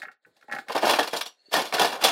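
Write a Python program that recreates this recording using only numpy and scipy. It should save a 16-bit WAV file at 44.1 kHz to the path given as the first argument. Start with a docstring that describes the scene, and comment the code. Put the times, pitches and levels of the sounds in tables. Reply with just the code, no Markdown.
"""Loose metal joints tap as a folding chair is carried in; then its legs knock and scrape on a concrete driveway.
Taps are small blows on ringing joints. Knocks and drag are gritty clicks that shake the seat pan, a middle
clatter and the tube frame; a few tubes ring on alone and one small low thud falls between the knocks.
A house wall throws a short echo back. Soft footsteps, a faint whistle and handling noise lie below;
the quiet between the knocks is almost empty. The listening point is a phone a few metres away."""
import sys
import numpy as np
from scipy import signal
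from scipy.io import wavfile
from scipy.ndimage import uniform_filter1d

SR = 44100
rng = np.random.default_rng(int(sys.argv[2]) if len(sys.argv) > 2 else 0)


def wav_out(sig):
    """Save sig, one row per channel (or a flat mono array), as 16-bit PCM at SR to the path in sys.argv[1]."""
    wavfile.write(sys.argv[1], SR, np.round(np.clip(np.atleast_2d(sig).T, -1, 1) * 32767).astype(np.int16))


def decibels_to_gain(level_db):
    """Convert a level in decibels to a linear amplitude gain (20 dB per decade)."""
    exponent = np.asarray(level_db, float) / 20
    return 10 ** exponent


N = 93183  # samples


def evened(x):
    """Scales a signal to unit rms."""
    return x / np.sqrt(np.mean(x ** 2) + 1e-20)


def colour(x, points, lo_hz=0, hi_hz=SR):
    """Minimum-phase filter with the tabled spectrum between two soft edges, unit power on white noise."""
    hz = abs(np.fft.fftfreq(4096, 1 / SR)) + 1
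    f, level = np.transpose(points)
    gain = decibels_to_gain(np.interp(np.log(hz), np.log(f), level))
    gain = gain / np.sqrt((1 + (lo_hz / hz) ** 8) * (1 + (hz / hi_hz) ** 8))
    log_gain = np.log(np.maximum(gain / gain.max(), 1e-5))
    # the Hilbert transform of the log gain supplies the causal phase
    response = np.fft.ifft(np.exp(signal.hilbert(log_gain).conj())).real[:2048]
    return signal.oaconvolve(x, response / np.linalg.norm(response))[:N]


def ring(x, modes, t60, fickle_db):
    """Bank of decaying resonances (Hz, dB), each driven by its own share that jumps every 512 samples."""
    t, out = np.arange(SR // 6) / SR, np.zeros(N)
    shares = np.clip(rng.standard_normal((len(modes), N // 512 + 2)), -2, 2)
    for (hz, db), share in zip(modes, shares):
        envelope = decibels_to_gain(-60 * t / t60) * (1 - np.exp(-t / .001))
        response = envelope * np.sin(2 * np.pi * (hz * t + rng.random()))
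        drive = x * decibels_to_gain(fickle_db * np.repeat(share, 512)[:N])
        out += signal.oaconvolve(drive, decibels_to_gain(db) * response / np.linalg.norm(response))[:N]
    return out / np.linalg.norm([decibels_to_gain(db) for hz, db in modes])


def blows(times, dbs, t60s, rises):
    """Envelope of bursts that swell around their time and die away; overlapping bursts add in power."""
    t, power = np.arange(N) / SR, np.zeros(N)
    for s, db, t60, rise in np.broadcast(times, dbs, t60s, rises):
        since = np.maximum(t - s + .5 * rise, 0)
        decay = decibels_to_gain(db - 60 * np.maximum(since - rise, 0) / max(t60, .01))
        swell = np.minimum(since / rise, 1) ** 2
        power += (decay * swell) ** 2
    return np.sqrt(power)


def flutter(hz, samples):
    """A tone along the curve hz whose strength and phase wander, more slowly for more samples."""
    noise = rng.standard_normal((2, N))
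    slow = uniform_filter1d(uniform_filter1d(noise, samples, axis=1), samples, axis=1)
    carrier = np.exp(2j * np.pi * np.cumsum(hz * np.ones(N)) / SR)
    return evened(((slow[0] + 1j * slow[1]) * carrier).real)


CLICKS_PER_S, CLICK_SPREAD_DB = 3500, 3.5


def grit():
    """Rough contact: dense clicks of random sign, a few of them large."""
    size = decibels_to_gain(CLICK_SPREAD_DB * np.minimum(rng.exponential(1, N), 5)) * rng.choice([-1., 1.], N)
    return evened(size * (rng.random(N) < CLICKS_PER_S / SR))


FICKLE_DB = 3.5  # how unevenly a blow wakes the modes
SHEET_T60_S = .025


def sheet(x):
    """Thin sheet metal: dense short modes at random places, struck unevenly; flat on average."""
    hz = 1300 + 230 * (np.arange(60) + rng.random(60))
    return ring(x, [(f, 0) for f in hz], SHEET_T60_S, 1.89 * FICKLE_DB)


# legs knocking the concrete: t/s, seat pan level/dB, middle level/dB, frame level/dB (before trim), rattle t60/s
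LEG_KNOCKS = [(0.695, -15.5, -28, -42, 0.1), (0.718, -38, -28.5, -31, 0.059),
              (0.748, -10, -24.5, -34, 0.14), (0.759, -7.5, -43, -29, 0.05),
              (0.776, -39.5, -21, -28.5, 0.061), (0.818, -22, -32, -32, 0.16),
              (0.826, -8, -20.5, -31, 0.24), (0.847, -19.5, -36, -25.5, 0.36),
              (0.861, -12, -21.5, -33, 0.31), (0.892, -2, -15, -17, 0.046), (0.905, -12, -23, -21.5, 0.14),
              (0.934, -7.5, -13.5, -21, 0.053), (0.955, -16, -23, -27, 0.11),
              (0.987, -5.5, -17.5, -21, 0.091), (1, -9.5, -26.5, -31.5, 0.1),
              (1.026, -23, -24.5, -28, 0.12), (1.072, -20.5, -27.5, -30, 0.082),
              (1.128, -17, -27.5, -30.5, 0.23), (1.164, -20, -49, -23, 0.11),
              (1.209, -26, -24, -21.5, 0.063), (1.257, -32, -36.5, -33, 0.091), (1.527, -31, -26, -23, 0.2),
              (1.536, -12.5, -17, -17.5, 0.088), (1.557, -9.5, -24, -26.5, 0.25),
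              (1.585, -36, -24, -36, 0.099), (1.616, -21, -27, -28.5, 0.078),
              (1.65, -27.5, -36, -33.5, 0.19), (1.724, -15.5, -18.5, -32, 0.023),
              (1.732, -14, -23, -25, 0.24), (1.783, -18, -14, -25, 0.015), (1.792, -6.5, -17.5, -17.5, 0.1),
              (1.811, -7.5, -17.5, -21, 0.15), (1.843, -12.5, -23.5, -37, 0.12),
              (1.919, -18.5, -31.5, -34.5, 0.27), (2.011, -25, -27, -28.5, 0.21),
              (2.037, -11, -21, -10, 0.14), (2.044, -11.5, -16, -32, 0.16),
              (2.081, -36, -19.5, -20.5, 0.11)]
# legs dragging: t/s, drag level/dB, brightness/dB (both before the balance in chair())
LEG_DRAG = [(0.667, -50.5, -18), (.72, -44.5, -7), (.9, -37, 1), (1.02, -43, -3), (1.13, -51.5, 4.5),
            (1.3, -83.5, -19), (1.34, -110, 2), (1.492, -110, 15), (1.519, -32.5, -7), (1.57, -26, -4.5),
            (1.69, -52, -4.5), (1.74, -30, -20), (1.85, -27.5, 1.5), (1.99, -36, -20), (2.04, -22.5, -17),
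            (2.11, -25.5, -16)]
# seat pan modes: f/Hz, relative level/dB
PAN_MODES = [(330, -18.5), (478, 25.5), (600, -4.5), (650, -2), (705, 21.5), (765, -2.5), (870, -19.5),
             (1040, 8.5), (1125, -18), (1265, 6.5)]
# tube frame modes: f/Hz, relative level/dB
FRAME_MODES = [(2575, -4), (3130, -4), (3440, -4), (3545, -2), (3800, 0), (4500, -1), (5100, -6),
               (5525, -4), (10900, -13), (11230, -12), (11590, -8)]
# broad clatter of the metal, also the bright tick of a tap: f/Hz, relative level/dB per Hz
CLATTER_COLOUR = [(35, -45.5), (70, -30), (323, -6), (398, -10), (480, 1.5), (698, 2.5), (1860, -9),
                  (4530, -15.5), (6900, -25.5), (11800, -29), (16000, -35.5)]
PAN_TOP_HZ, FRAME_BOTTOM_HZ = 1200, 3000  # crossovers of the clatter
PAN_T60_S, FRAME_T60_S = .07, .06
PAN_DB, FRAME_DB, SHEET_DB = -10, -12, -10  # ringing against the broad clatter
PAN_TRIM_DB, MIDDLE_TRIM_DB, FRAME_TRIM_DB = -8, -2.5, -1.5
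SWELL_SHARE = 0.041  # share of the rattle time that adds to a knock's rise
SHARED_GRIT = 0.38  # weight of the clicks felt by all parts at once


def chair():
    """Knocks and drag shake the seat pan, the middle clatter and the frame by their own amounts."""
    t, common = np.arange(N) / SR, grit()
    knock_s, pan_db, middle_db, frame_db, rattle_t60 = np.transpose(LEG_KNOCKS)
    drag_s, drag_db, bright_db = np.transpose(LEG_DRAG)

    def contact(knock_db, rub_db):
        knocks = blows(knock_s, knock_db, rattle_t60, SWELL_SHARE * rattle_t60 + 0.0037)
        rub = decibels_to_gain(np.interp(t, drag_s, rub_db, -120))
        return np.hypot(knocks, rub) * (SHARED_GRIT * common + (1 - SHARED_GRIT) * grit())

    low = contact(pan_db + PAN_TRIM_DB, drag_db - 3)
    middle = contact(middle_db + MIDDLE_TRIM_DB, drag_db + .5 * bright_db - 5)
    high = contact(frame_db + FRAME_TRIM_DB, drag_db + bright_db)
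    clatter = colour(low, CLATTER_COLOUR, 0, PAN_TOP_HZ)
    clatter = clatter + colour(middle, CLATTER_COLOUR, PAN_TOP_HZ, FRAME_BOTTOM_HZ)
    clatter = clatter + colour(high, CLATTER_COLOUR, FRAME_BOTTOM_HZ)
    sheet_ring = decibels_to_gain(SHEET_DB) * sheet(clatter)
    pan_ring = decibels_to_gain(PAN_DB) * ring(low, PAN_MODES, PAN_T60_S, FICKLE_DB)
    frame_ring = decibels_to_gain(FRAME_DB) * ring(high, FRAME_MODES, FRAME_T60_S, FICKLE_DB)
    return clatter + sheet_ring + pan_ring + frame_ring


# loose joints tapping: t/s, tap level/dB, dull part level/dB, bright part level/dB (before trim)
JOINT_TAPS = [(0.0182, -20.5, -52, -41), (0.0298, -25, -36.5, -43), (0.0522, -26, -58, -67),
              (0.0836, -28.5, -46, -87), (0.0933, -62, -69, -87), (0.115, -41.5, -60, -55),
              (0.249, -40.5, -68, -78), (0.366, -75, -55.5, -55), (0.411, -43.5, -79.5, -58),
              (0.4255, -40.5, -55, -58), (0.482, -40, -37, -59), (0.496, -29, -35, -73),
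              (0.513, -26, -31, -41), (0.5226, -15.5, -52, -32.5), (0.533, -19, -26, -55),
              (0.5489, -23.5, -33.5, -37), (0.5638, -19.5, -32, -60), (0.5855, -20.5, -34, -39),
              (0.6836, -24, -33.5, -36)]
# joint modes: f/Hz, relative level/dB
JOINT_MODES = [(1370, 4.5), (1520, 3), (1715, 3.5), (1880, 1.5), (2160, 1), (2420, -8.5), (2700, -11.5)]
# hollow note under the taps: f/Hz, relative level/dB
HOLLOW_MODES = [(620, -5), (750, -4), (810, 2), (1060, -8), (240, 2)]
# a soft contact: f/Hz, relative level/dB per Hz
SOFT_CONTACT = [(200, -18.5), (600, -5), (2200, -5), (3200, -3), (8000, -51)]
TAP_TRIM_DB, DULL_TRIM_DB, BRIGHT_TRIM_DB = 3.5, -10, -6.5
CHATTER_T60_S, CHATTER_RISE_S = 0.042, 0.0005
JOINT_T60_S, HOLLOW_T60_S = .03, .055


def taps():
    """One blow and a short chatter ring the joint; a longer push rings the hollow note; a bright tick on top."""
    s, tap_db, dull_db, bright_db = np.transpose(JOINT_TAPS)
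    noise, jolt = rng.standard_normal((3, N)), np.zeros(N)
    jolt[(s * SR).astype(int)] = decibels_to_gain(tap_db + TAP_TRIM_DB) * rng.choice([-1., 1.], len(s))
    jolt = jolt + blows(s, tap_db - 23, CHATTER_T60_S, CHATTER_RISE_S) * noise[2]
    push = blows(s, dull_db + DULL_TRIM_DB, 1.4 * CHATTER_T60_S, 3 * CHATTER_RISE_S) * noise[0]
    tick = blows(s, bright_db + BRIGHT_TRIM_DB, 1.9 * CHATTER_T60_S, 4 * CHATTER_RISE_S) * noise[1]
    joint = ring(colour(jolt, SOFT_CONTACT), JOINT_MODES, JOINT_T60_S, 2.5)
    hollow = ring(colour(push, SOFT_CONTACT), HOLLOW_MODES, HOLLOW_T60_S, 2)
    return joint + hollow + colour(tick, CLATTER_COLOUR, FRAME_BOTTOM_HZ)


# single tubes that ring out, and one small low thud at 1.484 s: t/s, f/Hz, level/dB, t60/s
PINGS_AND_THUD = [(1.168, 5180, -34, .06), (1.217, 5750, -33, .11), (1.268, 5750, -43, .13),
                  (1.268, 7620, -47, .1), (1.262, 11230, -49, .1), (1.540, 11590, -45, .3),
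                  (1.793, 10900, -38, .12), (1.215, 11590, -46, .15), (1.484, 400, -50, .04)]


def pings_and_thud():
    """Dying tones of single tubes and one small low thud, each a steady sine plus a fluttering copy."""
    t, out = np.arange(N) / SR, np.zeros(N)
    for s, hz, db, t60 in PINGS_AND_THUD:
        tone = .7 * np.sin(2 * np.pi * hz * t) + .45 * flutter(hz, 160)
        out += blows(s, db, t60, .004) * tone
    return out


# shoes on the concrete: t/s, level/dB, t60/s
FOOTSTEPS = [(0.062, -57, 0.14), (0.258, -61, 0.24), (0.436, -59.5, 0.043), (0.528, -47.5, 0.34)]
# sole against concrete: f/Hz, relative level/dB per Hz
SOLE_COLOUR = [(60, -16.5), (120, -10), (250, -11), (500, -5), (800, -17), (3000, -36)]


def steps():
    """Shoes on the concrete: soft low scuffs of noise with a 19 ms rise."""
    return colour(blows(*np.transpose(FOOTSTEPS), 0.019) * rng.standard_normal(N), SOLE_COLOUR)


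ECHO_DB, ECHO_T60_S, ECHO_DELAY_S = -16, 0.18, .012


def wall(x):
    """Sparse reflections of random sign from the house front and the car, duller than the direct sound."""
    t = np.arange(SR // 3) / SR
    signs = rng.choice([-1., 1.], len(t))
    sparse = rng.random(len(t)) < .05
    echoes = signs * sparse * decibels_to_gain(-60 * t / ECHO_T60_S) * (t > ECHO_DELAY_S)
    echoes = signal.lfilter([1], [1, -.5], echoes)  # takes treble off
    return decibels_to_gain(ECHO_DB) * signal.oaconvolve(x, echoes / np.linalg.norm(echoes))[:N]


# a faint thin whistle: t/s, level/dB
WHISTLE_LEVEL = [(1.361, -94.5), (1.396, -62), (1.445, -73.5), (1.469, -52.5), (1.485, -67), (1.51, -62.5)]
# the whistle itself and two weak companions: share of the pitch [ratio], level/dB
WHISTLE_PARTS = [(1, 0), (.635, -16), (1.43, -24)]
WHISTLE_HZ, GLIDE_HZ_PER_S = 4290, 1100  # pitch at the first time in the table, upward glide


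def whistle():
    """A narrow, fluttering band of noise gliding upward with two weak companions."""
    t, (s, db) = np.arange(N) / SR, np.transpose(WHISTLE_LEVEL)
    hz = WHISTLE_HZ + GLIDE_HZ_PER_S * (t - s[0])
    tones = sum(decibels_to_gain(part_db) * flutter(ratio * hz, 170) for ratio, part_db in WHISTLE_PARTS)
    return decibels_to_gain(np.interp(t, s, db, -120, -120)) * tones


# faint handling noise: t/s, level/dB
RUSTLE_LEVEL = [(0, -47.5), (.05, -86), (0.111, -96), (.125, -66), (.17, -107), (0.213, -90),
                (0.229, -77.5), (0.329, -77.5), (.37, -68.5), (.47, -71.5), (.6, -51), (.65, -68.5),
                (1.349, -78.5), (1.5, -67)]
# colour of the handling noise: f/Hz, relative level/dB per Hz
RUSTLE_COLOUR = [(100, -23), (600, 1), (1100, -14), (1800, -3), (2800, -18), (4000, -4), (6000, -24),
                 (7000, -15), (15000, -30)]


def rustle():
    """Handling noise: soft coloured noise that comes and goes."""
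    level = decibels_to_gain(np.interp(np.arange(N) / SR, *np.transpose(RUSTLE_LEVEL)))
    return level * colour(rng.standard_normal(N), RUSTLE_COLOUR)


def scene():
    """Chair, thud and shoes with their echo; the whistle and the handling noise stay dry."""
    near = chair() + taps() + steps() + pings_and_thud()
    return (near + wall(near) + whistle() + rustle())[None]


def band_limit(x):
    """A steep low-pass at the top of the band."""
    return signal.sosfilt(signal.butter(12, 16300, fs=SR, output="sos"), x)


MIC_LOW_HZ = 100
GATE_DB, GATE_DEPTH_DB = -106, 18  # threshold per spectral bin, deepest cut


def record(dry):
    """Bass roll-off, a noise suppressor that lowers weak parts of the spectrum, then a 16 kHz band limit."""
    x = signal.sosfilt(signal.butter(2, MIC_LOW_HZ, "high", fs=SR, output="sos"), dry)
    spectrum = signal.stft(x, nperseg=512, noverlap=384)[2]
    # power smoothed over 9 bins and 5 frames decides the cut
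    power = uniform_filter1d(uniform_filter1d(abs(spectrum) ** 2, size=9, axis=1), size=5, axis=2)
    level_db = 10 * np.log10(abs(power) + 1e-20)
    spectrum = spectrum * decibels_to_gain(-np.clip(GATE_DB - level_db, 0, GATE_DEPTH_DB))
    x = signal.istft(spectrum, nperseg=512, noverlap=384)[1][:, :N]
    mix = signal.oaconvolve(x, signal.firwin(255, 16000, fs=SR)[None], "same")
    return band_limit(mix)


dry = scene()
out = record(dry)
wav_out(out)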